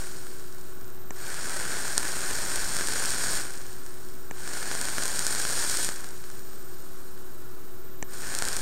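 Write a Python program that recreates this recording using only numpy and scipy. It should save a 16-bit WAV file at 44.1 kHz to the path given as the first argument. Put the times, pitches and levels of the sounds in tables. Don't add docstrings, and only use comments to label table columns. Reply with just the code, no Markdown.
import sys
import numpy as np
from scipy import signal
from scipy.fft import rfft, irfft
from scipy.io import wavfile
from scipy.ndimage import uniform_filter1d

SR = 44100
rng = np.random.default_rng(int(sys.argv[2]) if len(sys.argv) > 2 else 0)


def persist_wave(psi):
    counts = np.round(np.clip(psi, -1, 1) * 32767).astype(np.int16)
    wavfile.write(sys.argv[1], SR, np.atleast_2d(counts).T)


def decibels_to_gain(level_db):
    exponent = np.asarray(level_db, float) / 20
    return 10 ** exponent


N = 379701


def level(x, db):
    return x * decibels_to_gain(db) / np.sqrt(np.mean(x ** 2))


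def causal(points, bells=(), size=4096):
    hz = np.maximum(np.arange(size // 2 + 1) * SR / size, 1)
    point_hz, point_db = np.transpose(points)
    db = np.interp(np.log(hz), np.log(point_hz), point_db)
    for centre_hz, width_hz, bump_db in bells:
        db = db + bump_db / (1 + (2 * (hz - centre_hz) / width_hz) ** 2)
    cepstrum = irfft(np.log(decibels_to_gain(db)))
    cepstrum[1:size // 2] *= 2
    cepstrum[size // 2 + 1:] = 0
    return irfft(np.exp(rfft(cepstrum)))[:size // 2]


def through(x, response):
    return signal.fftconvolve(x, response)[:N]


def band(x, hz, kind, order=2):
    return signal.sosfilt(signal.butter(order, hz, kind, fs=SR, output="sos"), x)


def walk(rate):
    hold = int(SR / rate)
    steps = np.repeat(rng.standard_normal(N // hold + 1), hold)
    return 0.51 * uniform_filter1d(uniform_filter1d(steps, hold), hold)[:N]


def room():
    # frequency in Hz, density in dB per Hz
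    air_spectrum = [(20, -13.5), (60, -13.5), (150, -16.5), (330, -15), (560, -22.5), (1000, -24),
                    (1450, -20.5), (2100, -33.5), (3600, -36), (9000, -37), (13000, -37.5), (15800, -35.5)]
    # frequency in Hz, level in dB rms
    hums = [(120.5, -58.5), (367.4, -52), (446.8, -65), (1084, -68.5), (1470, -67.5), (3891.5, -71),
            (6750.1, -73), (8001, -74), (10125.5, -101), (11673, -77), (14315, -96)]
    frame_hz, read_start_s, read_s, line_hz = 15, .0527, .0548, 13500.3
    slip_first_s, slip_every_s, slip_s = .33, .4995, .00096

    t = np.arange(N) / SR
    air = level(through(rng.standard_normal(N), causal(air_spectrum)), -48.5)
    drops = np.floor((t - slip_first_s) / slip_every_s + 1).astype(int)
    jitter = rng.random(drops[-1] + 1) / line_hz
    clock = t + slip_s * drops + jitter[drops]
    tones = np.zeros(N)
    for hz, db in hums:
        waver = decibels_to_gain(db + 1.5 * walk(3.6))
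        tones += waver * np.sqrt(2) * np.sin(2 * np.pi * (hz * clock + rng.random()))
    reading = (clock - read_start_s) % (1 / frame_hz) < read_s
    reading = uniform_filter1d(reading.astype(float), 40)
    whine = decibels_to_gain(-52.5) * reading * np.sin(2 * np.pi * line_hz * clock)
    return air + tones + whine


def draught():
    # peak in seconds, level in dB, fall either side in dB per second
    gusts = [(0.0, -36, 70), (2.33, -33, 110), (2.55, -28, 150), (2.74, -32, 80), (3.15, -40, 60),
             (3.35, -36, 250), (3.7, -40, 120), (4.11, -42, 90), (4.94, -46, 100), (5.56, -43, 60),
             (6.95, -49, 50), (8.61, -31, 55)]
    t = np.arange(N) / SR
    push = band(band(rng.standard_normal(N), 7.2, "low"), 4.5, "high")
    strength = decibels_to_gain(-58)
    for s, db, fall_db_s in gusts:
        strength = strength + decibels_to_gain(db - fall_db_s * np.abs(t - s))
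    return level(push, 0) * strength


def button():
    # start in seconds, peak in dB, thump and ping in relative dB
    presses = [
        (1.1062, -31, 1.5, -2.5),
        (4.3101, -28, 0, -8.5),
        (8.0256, -25, -1.5, -2.5),
    ]
    # frequency in Hz, level in dB, 60 dB decay in seconds
    modes = [(174, -5, 0.012), (400, -10, 0.031), (590, -5, 0.007), (970, -5, 0.0063), (1760, -1, 0.012),
             (2220, -1, 0.0083), (2780, -3, 0.0053), (4360, -15, 0.0066), (6000, 2, 0.008),
             (7510, 5, 0.015), (10700, -13, .005)]
    out, t = np.zeros(N), np.arange(SR // 20) / SR
    bounce = np.zeros(100)
    bounce[[0, 74]] = 1.1, .5
    for s, peak_db, thump_db, ping_db in presses:
        thump, ring = np.zeros((2, len(t)))
        for k, (hz, db, t60) in enumerate(modes):
            hz = hz * (1 + .01 * rng.standard_normal())
            sign = (-1) ** k
            wave = np.sin(2 * np.pi * hz * t)
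            decay_db = -60 * t / t60
            if hz < 1500:
                thump -= sign * decibels_to_gain(db + thump_db + 10.5 + decay_db) * wave
            else:
                ring += sign * decibels_to_gain(db + ping_db * (hz > 4000) + decay_db) * wave
        onset = np.minimum(t / 0.00012, 1)
        ring = np.convolve(ring * onset, bounce)[:len(t)]
        i = int((s + .0006) * SR)
        out[i:i + len(t)] += decibels_to_gain(peak_db - 2) * (ring + thump)
    return out


def boil(on, off, climb_db_s, simmer_db, fade_db_s, quench_s):
    t = np.arange(N) / SR
    heated = np.clip(t, on, off) - on
    cooled = np.maximum(t - off, 0)
    simmer = decibels_to_gain(simmer_db)
    swell = (1 - np.exp(-heated / .18)) * decibels_to_gain(climb_db_s * heated)
    return swell * ((1 - simmer) * np.exp(-cooled / quench_s) + simmer * decibels_to_gain(-fade_db_s * cooled))


def boil_levels():
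    # power on and off in seconds, climb in dB per second,
    # simmer left at power off in dB, simmer fade in dB per second
    firings = [
        (-2.0, -0.09, 2.5, -10.5, 16.5),
        (1.12, 3.37, 2.65, -14, 12),
        (4.33, 5.845, 5, -18.5, 7),
        (8.07, 9.0, 3.5, -13, 12),
    ]
    fizz, body = np.zeros((2, N))
    for row in firings:
        on, off = row[:2]
        fizz += boil(*row, quench_s=.056)
        body += boil(on, off, climb_db_s=1.0, simmer_db=-12, fade_db_s=15, quench_s=.075)
    return -38.5 + 20 * np.log10(fizz), -39.9 + 20 * np.log10(body)


def bubbles(per_s, spread_db):
    chance = rng.random(N)
    size = np.minimum(rng.exponential(size=N), 4.5)
    kicks = (chance < per_s / SR) * decibels_to_gain(spread_db * size)
    return level(kicks - kicks.mean(), 0)


def burst_response():
    # frequency in Hz, level in dB
    burst_spectrum = [(40, -10), (150, -10), (600, -10.5), (1150, -12), (2300, -11.5), (3000, -14.5),
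                      (4400, -7), (6200, -10), (9500, -6.5), (10400, -16.5), (12300, -18), (14500, -26),
                      (15800, -26)]
    # centre and width in Hz, bump in dB
    hollows = [(1500, 280, 7.5), (1715, 320, 7.5), (3190, 610, 4), (3644, 83, -8), (5480, 470, 3),
               (6975, 480, 6.5), (7430, 320, -4), (8350, 550, 6), (10750, 620, -8), (11560, 450, 3.5)]
    return causal(burst_spectrum, hollows)


def sizzle(burst, fizz_db, body_db):
    surge = decibels_to_gain(0.96 * walk(25) + 1.3 * walk(90))
    shared = bubbles(1500, spread_db=3.5)
    either_way = bubbles(2500, spread_db=1.5) * rng.choice([-1, 1], N)
    small = shared + decibels_to_gain(-0.5) * either_way + decibels_to_gain(-2) * rng.standard_normal(N)
    big = shared + decibels_to_gain(-1.5) * bubbles(900, spread_db=3.0) + decibels_to_gain(-6) * rng.standard_normal(N)
    bright = level(through(small * surge, band(burst, 3090, "high")), 1.84)
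    dull = level(through(big * surge, band(burst, 2530, "low")), 3.1)
    return bright * decibels_to_gain(fizz_db) + dull * decibels_to_gain(body_db)


def strays(fizz_db):
    per_s = 48
    count = int(per_s * N / SR)
    s = (np.arange(count) + rng.random(count)) / per_s
    size, tone = rng.standard_normal((count, 2)).T
    peak_db = fizz_db[(s * SR).astype(int)] + 15.5 + 3 * np.minimum(size, 1.2)
    return np.transpose([s, peak_db, -10 + 6 * tone])


def spits(burst, fizz_db):
    # start in seconds, peak in dB, dull part in relative dB
    lone_spits = [(1.3438, -19.5, -2), (1.496, -15, -9), (1.9794, 3.5, -10), (2.207, -16, -3),
                  (2.5595, -9, -21), (2.7677, -9, -9), (2.873, -9, -21), (3.0576, -8.5, -18),
                  (3.1057, -10, -21), (3.5373, -22.5, -14), (3.6665, -25, -11), (3.8639, -25.5, -1),
                  (4.5346, -17, -17), (4.8138, -8, -16), (4.854, -11.5, -9), (5.0359, -9, -16),
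                  (5.0558, -9, -19), (5.0802, -10, -13), (5.1926, -5, -15), (5.2673, -3.5, -8),
                  (5.6971, -10, -17), (5.7715, -7, -17), (5.8471, -10, -11), (8.3506, -8.5, -22),
                  (8.3884, -8, -12), (8.4528, -10.5, -19.5), (8.486, -7.5, -18), (8.5296, -13, -12),
                  (8.5667, -8.5, -11)]
    # start in seconds, peak in dB, dull part in relative dB
    fat_pops = [(1.5941, -23, 2), (2.3107, -18, 3), (2.7882, -17, 2), (2.886, -13.5, 0.5), (4.4766, -22, 3),
                (4.6285, -20, 4), (4.715, -19.5, 6), (4.8861, -25, 11), (4.9831, -16, 6), (5.0254, -15, 2),
                (5.452, -17, 6), (5.89, -13, 2), (6.0438, -21, -2), (6.3017, -29, 1), (8.136, -25, 0),
                (8.341, -21, 3), (8.4235, -10, 2), (8.5704, -20, 2)]
    # start in seconds, peak in dB
    wick_ticks = [(0.1694, -28), (0.5266, -31), (0.5845, -31), (0.6127, -31), (0.8117, -33), (0.8446, -33),
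                  (0.88, -34), (0.9027, -33), (0.9481, -35), (3.4231, -24), (3.507, -21.5), (3.522, -26),
                  (3.556, -24), (3.5758, -22.5), (3.6151, -27), (3.7301, -27), (4.0876, -30), (5.9232, -21),
                  (5.9416, -22), (5.961, -20), (6.0079, -24), (6.0898, -24), (6.1085, -27), (6.1783, -30),
                  (6.3154, -30), (6.394, -29)]
    ticks = [(s, peak_db, -10) for s, peak_db in wick_ticks]
    s, peak_db, dull_db = np.vstack([strays(fizz_db), lone_spits, fat_pops, ticks]).T
    sharp, blunt = np.zeros((2, N))
    at = np.maximum((s - .0001) * SR, 0).astype(int)
    sharp[at] = decibels_to_gain(peak_db - 1.2)
    blunt[at] = decibels_to_gain(peak_db + dull_db + 2.5)
    bright = band(band(burst, 3090, "high"), 16500, "low")
    dull = band(burst, 2300, "low", order=1)
    return through(sharp, bright / np.abs(bright).max()) + through(blunt, dull / np.abs(dull).max())


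def coil():
    fizz_db, body_db = boil_levels()
    burst = burst_response()
    boiling = sizzle(burst, fizz_db, body_db) + spits(burst, fizz_db)
    t = np.arange(SR // 20) / SR
    near = rng.standard_normal(len(t)) * decibels_to_gain(-60 * t / 0.0066) * (t > .0006)
    near = near / np.linalg.norm(near)
    return boiling + decibels_to_gain(-22) * through(boiling, near)


def scene():
    return (room() + draught() + button() + coil())[None]


def top_cut(x):
    return signal.sosfilt(signal.butter(12, 16500, fs=SR, output="sos"), x)


def record(dry):
    ceiling, offset = 1.05, -.0604
    cut = signal.ellip(8, .15, 24, 15760, fs=SR, output="sos")
    rounded = ceiling * np.tanh(dry / ceiling)
    return top_cut(signal.sosfiltfilt(cut, rounded) + offset)


dry = scene()
out = record(dry)
persist_wave(out)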